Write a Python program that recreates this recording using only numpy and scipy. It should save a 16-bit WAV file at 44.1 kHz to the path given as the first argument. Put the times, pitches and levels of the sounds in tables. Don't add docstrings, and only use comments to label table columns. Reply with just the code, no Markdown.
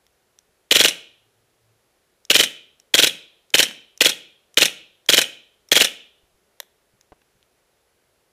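import sys
import numpy as np
from scipy import signal
from scipy.fft import rfft, irfft
from scipy.io import wavfile
from scipy.ndimage import uniform_filter1d, minimum_filter1d

SR = 44100
rng = np.random.default_rng(int(sys.argv[2]) if len(sys.argv) > 2 else 0)


def output_pcm(signal):
    pcm = np.clip(np.atleast_2d(signal).T, -1, 1) * 32767
    wavfile.write(sys.argv[1], SR, np.round(pcm).astype(np.int16))


N = 366912
TIME = np.arange(N) / SR


def from_db(db):
    return 10 ** (np.asarray(db) / 20)


def unit_rms(x):
    return x / np.sqrt(np.mean(x ** 2) + 1e-20)


def at_hz(points, hz):
    freqs_hz, values = np.transpose(points)
    return np.interp(np.log(np.maximum(hz, 1)), np.log(freqs_hz), values)


def colour(x, spectrum, size=4096):
    gain = unit_rms(from_db(at_hz(spectrum, np.arange(size // 2 + 1) * SR / size)))
    cepstrum = irfft(np.log(gain))
    cepstrum[1:size // 2] *= 2
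    cepstrum[size // 2 + 1:] = 0
    response = irfft(np.exp(rfft(cepstrum)))
    return signal.fftconvolve(x, response)[:len(x)]


def resonance(x, hz, width_hz):
    r = np.exp(-np.pi * width_hz / SR)
    b = np.array([1, 0, -1]) * (1 - r * r) / 2
    a = [1, -2 * r * np.cos(2 * np.pi * hz / SR), r * r]
    return signal.lfilter(b, a, x + 1e-18)


def narrow_noise(size, hz, width_hz):
    once = resonance(rng.standard_normal(size), hz, width_hz)
    return unit_rms(resonance(once, hz, width_hz))


def add(out, time_s, sound):
    at = max(round(time_s * SR), 0)
    out[at:at + len(sound)] += sound[:N - at]


def contact(rise_s, decay_s, grain_db=2.5, size=6000):
    t = TIME[:size]
    roughness = unit_rms(uniform_filter1d(rng.standard_normal(size), size=24))
    spray = unit_rms(from_db(grain_db * roughness) * rng.standard_normal(size))
    return spray * (1 - np.exp(-t / rise_s)) * np.exp(-t / decay_s)


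def clicks(rows, spectrum, decay_s):
    out = np.zeros(N)
    for time_s, db in rows:
        add(out, time_s, from_db(db) * contact(rise_s=.0001, decay_s=decay_s))
    return colour(out, spectrum)


# (frequency [Hz], relative level [dB])
AIR_SPECTRUM = [(15, -38), (25, -7), (70, -1), (97, -6), (130, -5), (317, -7.5), (363, 0.5), (591, -3.5),
                (1040, -10), (1440, -9.5), (3250, -13.5), (11300, -19.5), (14800, -21.5), (16000, -37)]


def background(air_db=-67, drone_hz=111, drone_db=-72, whine_hz=11089, whine_db=-82):
    air = colour(rng.standard_normal(N), AIR_SPECTRUM)
    drone = narrow_noise(N, drone_hz, width_hz=9)
    swell = np.interp(TIME, [1.03, 1.18, 1.77, 1.9], [0, 1, 1, 0])
    whine = unit_rms(np.sin(2 * np.pi * whine_hz * TIME))
    return from_db(air_db) * air + from_db(drone_db) * swell * drone + from_db(whine_db) * whine


# (frequency [Hz], relative level [dB])
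YARD_SPECTRUM = [(30, -14), (90, -8.5), (135, 6), (185, 7), (300, -4), (450, -4), (900, -2.5), (1700, -3),
                 (2500, 0), (3100, 0), (4000, -7.5), (5000, -5), (9000, -1), (16000, 0)]
# (frequency [Hz], T60 [s])
YARD_T60 = [(100, 0.4), (400, 0.55), (1200, 0.44), (2300, 0.37), (3000, 0.72), (3800, 0.4), (4600, .42),
            (8000, 0.3), (14000, 0.26)]


def yard(x, near_db=-15, near_t60_s=.092, far_db=-20, far_rise_s=.018, delay_s=.01, size=44100):
    t, tail = TIME[:size], 0
    edges_hz = np.geomspace(30, 18000, num=22)
    for low, high in zip(edges_hz, edges_hz[1:]):
        band_pass = signal.butter(2, [low, high], "band", fs=SR, output="sos")
        band = signal.sosfilt(band_pass, rng.standard_normal(size))
        t60_s = at_hz(YARD_T60, np.sqrt(low * high))
        tail = tail + band * from_db(-60 * t / t60_s)
    far = unit_rms(tail * (1 - np.exp(-t / far_rise_s)))
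    spikes = rng.standard_normal(size) ** 3
    near = unit_rms(spikes * from_db(-60 * t / near_t60_s))
    response = colour(from_db(near_db) * near + from_db(far_db) * far, YARD_SPECTRUM) / np.sqrt(size)
    out = np.zeros(N)
    add(out, delay_s, signal.fftconvolve(x, response)[:N])
    return out


# (delay [s], gain [dB])
SLAP_ECHOES = [(.0098, -10), (.029, -16.5), (0.0617, -19), (.0735, -26)]


def slaps(x):
    out = np.zeros(N)
    for delay_s, db in SLAP_ECHOES:
        add(out, delay_s, from_db(db) * x)
    return out


# (time [s], level [dB], frequency [Hz], decay [s])
HOLLOW_RINGS = [(0.887, -44, 164, 0.023), (2.451, -25.5, 197.3, 0.012), (3.105, -47, 179, 0.034),
                (3.62, -40.5, 215.7, 0.057)]


def hollow_rings(width_hz=60, size=16000):
    out = np.zeros(N)
    for time_s, db, hz, decay_s in HOLLOW_RINGS:
        ring = narrow_noise(size, hz, width_hz) * np.exp(-TIME[:size] / decay_s)
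        add(out, time_s, from_db(db) * ring)
    return out


# (time [s], level [dB], low-pass corner [Hz])
HAND_KNOCKS = [(0.49, -63, 160.2), (6.231, -59, 89.5), (6.34, -65, 90.1), (6.934, -56.5, 170),
               (6.988, -62.5, 201), (7.1197, -37.5, 1180), (7.125, -43.5, 790), (7.216, -50.5, 3010),
               (7.351, -59, 130.4)]


def handling(rise_s=.0009, base_decay_s=.0028, decay_cycles=1.1):
    out = np.zeros(N)
    for time_s, db, corner_hz in HAND_KNOCKS:
        low_pass = signal.butter(2, corner_hz, fs=SR, output="sos")
        knock = signal.sosfilt(low_pass, contact(rise_s, base_decay_s + decay_cycles / corner_hz))
        makeup_gain = np.sqrt(SR / 2 / corner_hz)
        add(out, time_s, from_db(db) * makeup_gain * knock)
    return out


# (time [s], level [dB])
LEVER_SNAPS = [(6.6015, -17.5), (6.6033, -29.5), (6.6287, -44)]
# (frequency [Hz], relative level [dB])
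LEVER_SPECTRUM = [(100, -48), (350, -20), (560, 2.5), (720, 2.5), (1150, -7), (1850, -5), (2700, -7.5),
                  (3400, -1.5), (4100, -1), (4700, -13), (6000, -4), (8900, -16), (12500, -8), (16000, -32)]


def lever():
    return clicks(LEVER_SNAPS, LEVER_SPECTRUM, decay_s=.0016)


# (time [s], ping level [dB])
TRIGGER_TICKS = [(0.0663, -53), (0.3883, -40), (2.2513, -33.5), (2.7994, -37), (3.5034, -37.5),
                 (3.9758, -31.5), (4.543, -36), (5.062, -38), (5.6875, -30.5), (7.0107, -42), (7.428, -59)]
# (frequency [Hz], relative level [dB])
PING_SPECTRUM = [(100, -30.5), (2000, -23.5), (4500, -16), (5400, 4), (7500, -6), (10000, -16),
                 (16000, -19.5)]
# (frequency [Hz], relative level [dB])
KNOCK_SPECTRUM = [(100, -23), (900, -11), (1800, -2.5), (2800, -4), (3900, 1.5), (4800, -12),
                  (16000, -19.5)]


def trigger(knock_offset_db=-36, knock_db_per_db=.16):
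    pings = clicks(TRIGGER_TICKS, PING_SPECTRUM, decay_s=.0013)
    knocks = [(time_s, knock_offset_db + knock_db_per_db * db) for time_s, db in TRIGGER_TICKS]
    return pings + clicks(knocks, KNOCK_SPECTRUM, decay_s=.00073)


# (first thump [s], rounds [count], first cycle [s], squeal pitch [Hz],
# slam gain [dB], pellet level [dB])
TRIGGER_PULLS = [(0.7186, 4, 0.045, 3150, 0, -34), (2.309, 3, 0.051, 3135, 1.5, -23.5),
                 (2.9479, 3, .0474, 3290, 1, -21.5), (3.5483, 2, .0510, 3115, 2, -11.5),
                 (4.0154, 2, 0.048, 3060, -1, -30), (4.5802, 2, .0459, 3055, 0, -23.5),
                 (5.0967, 3, 0.044, 3315, 0, -28), (5.7241, 3, .0468, 3160, 1, -28)]


def rounds(cycle_s=.045, slam_lead_s=.0152):
    rows = []
    for start_s, count, first_cycle_s, squeal_hz, slam_db, pellet_db in TRIGGER_PULLS:
        ends_s = start_s + first_cycle_s + cycle_s * np.arange(round(count))
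        for thump_s, end_s in zip([start_s, *ends_s], ends_s):
            rows.append((thump_s, end_s - slam_lead_s, squeal_hz, slam_db, pellet_db))
    return np.transpose(rows)


# (frequency [Hz], relative level [dB])
PELLET_SPECTRUM = [(100, -19), (220, -2), (450, -10), (780, -5), (1100, -6), (1450, -3), (2200, -3.5),
                   (3100, 8), (4700, -4.5), (7000, -21), (15000, -22)]
# (time [s], level [dB])
RICOCHET_HITS = [(3.686, -6), (3.711, -14)]


def pellets(thumps_s, levels_db, flight_s=.062):
    hits = [*zip(thumps_s + flight_s, levels_db), *RICOCHET_HITS]
    return clicks(hits, PELLET_SPECTRUM, decay_s=.00021)


def muzzle(thumps_s, level_db=-9, hz=470, width_s=.0013, size=800):
    out = np.zeros(N)
    t = TIME[:size] - TIME[size // 2]
    swing = np.cos(2 * np.pi * hz * t) * np.exp(-(t / width_s) ** 2)
    for thump_s in thumps_s:
        add(out, thump_s + t[0], swing)
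    return from_db(level_db) * out


def valve(thumps_s, pitches_hz, lead_s=.0072, length_s=.0046, fall=.18, waver=.093, size=600):
    out = np.zeros(N)
    progress = np.clip(TIME[:size] / length_s, 0, 1)
    envelope = np.abs(np.sin(np.pi * progress)) ** .6
    for thump_s, centre_hz in zip(thumps_s, pitches_hz):
        wobble = unit_rms(uniform_filter1d(rng.standard_normal(size), size=20))
        hz = centre_hz * (1 + fall * (.5 - progress) + waver * wobble)
        add(out, thump_s - lead_s, envelope * np.sin(2 * np.pi * np.cumsum(hz) / SR))
    return out


def stroke(contacts, times_s, gains, repeat_share):
    out = np.zeros(N)
    for offset_s, db, rise_s, decay_s in contacts:
        repeated = np.sqrt(repeat_share) * contact(rise_s, decay_s)
        for time_s, gain in zip(times_s, gains):
            fresh = np.sqrt(1 - repeat_share) * contact(rise_s, decay_s)
            add(out, time_s + offset_s, gain * from_db(db) * (repeated + fresh))
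    return out


# (time from thump [s], level [dB], rise [s], decay [s])
FIRING_CONTACTS = [(-.0102, -21.5, .0002, .004), (-.0074, -2.5, .0002, 0.0018), (-.0011, -5, .0002, .0012),
                   (.0012, -7, 0.00019, .0016)]
# (time from stop [s], level [dB], rise [s], decay [s])
STOP_CONTACTS = [(.0004, -4.5, .0003, 0.0034), (.0055, -18.5, 0.00045, 0.0043)]
# (time from slam [s], relative level [dB], rise [s], decay [s])
RETURN_CONTACTS = [(-.0085, -22, .001, 0.0064), (-.001, -9.5, 0.00073, 0.0041), (.0028, -14.5, .0012, .007)]
# (frequency [Hz], relative level [dB])
FIRING_SPECTRUM = [(30, -31.5), (110, -22.5), (300, -15.5), (580, -8), (830, -11.5), (1080, -12),
                   (1700, -1), (2500, -4.5), (3300, -3.5), (4200, -1), (4700, -6.5), (6700, -5),
                   (8500, -11), (16000, -15.5)]
# (frequency [Hz], relative level [dB])
RETURN_SPECTRUM = [(30, -31), (120, -28), (280, -7.5), (600, -9), (1100, -17), (1700, -3), (2700, -1.5),
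                   (3800, 2.5), (4700, -11), (5500, 1), (7000, -6.5), (9500, -6.5), (15000, -20.5)]
# (frequency [Hz], width [Hz], added gain [ratio])
RECEIVER_MODES = [(520, 70, 0.68), (845, 89, 0.8), (1530, 70, .4), (1875, 25, 0.86), (2027, 32, 0.55),
                  (2443, 130, 0.9), (4040, 320, 0.6), (5200, 85, 0.47), (6950, 88, .5)]


def bolt(thumps_s, slams_s, slams_db, stop_delay_s=.0033):
    unity = np.ones(len(thumps_s))
    firing = stroke(FIRING_CONTACTS, thumps_s, unity, repeat_share=.74)
    rear_stop = stroke(STOP_CONTACTS, thumps_s + stop_delay_s, unity, repeat_share=.51)
    slam = stroke(RETURN_CONTACTS, slams_s, from_db(slams_db), repeat_share=.085)
    body = colour(firing + rear_stop, FIRING_SPECTRUM) + colour(slam, RETURN_SPECTRUM)
    return body + sum(gain * resonance(body, hz, width_hz) for hz, width_hz, gain in RECEIVER_MODES)


def scene(squeal_send_db=-4.5, small_send_db=-8):
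    thumps_s, slams_s, squeals_hz, slams_db, pellets_db = rounds()
    squeal = valve(thumps_s, squeals_hz)
    shots = bolt(thumps_s, slams_s, slams_db) + muzzle(thumps_s) + pellets(thumps_s, pellets_db)
    small = trigger() + lever() + handling()
    send = shots + from_db(squeal_send_db) * squeal + from_db(small_send_db) * small
    echo = slaps(squeal) + yard(send)
    return (shots + squeal + small + hollow_rings() + echo + background())[None]


def record(dry, ceiling=.78, window_samples=13, cutoff_hz=15600):
    low_pass = signal.butter(12, cutoff_hz, fs=SR, output="sos")
    heard = signal.sosfiltfilt(low_pass, dry)
    gain = ceiling / np.maximum(np.abs(heard), ceiling)
    smooth_gain = uniform_filter1d(minimum_filter1d(gain, window_samples), window_samples)
    return signal.sosfiltfilt(low_pass, heard * smooth_gain)


dry = scene()
out = record(dry)
output_pcm(out)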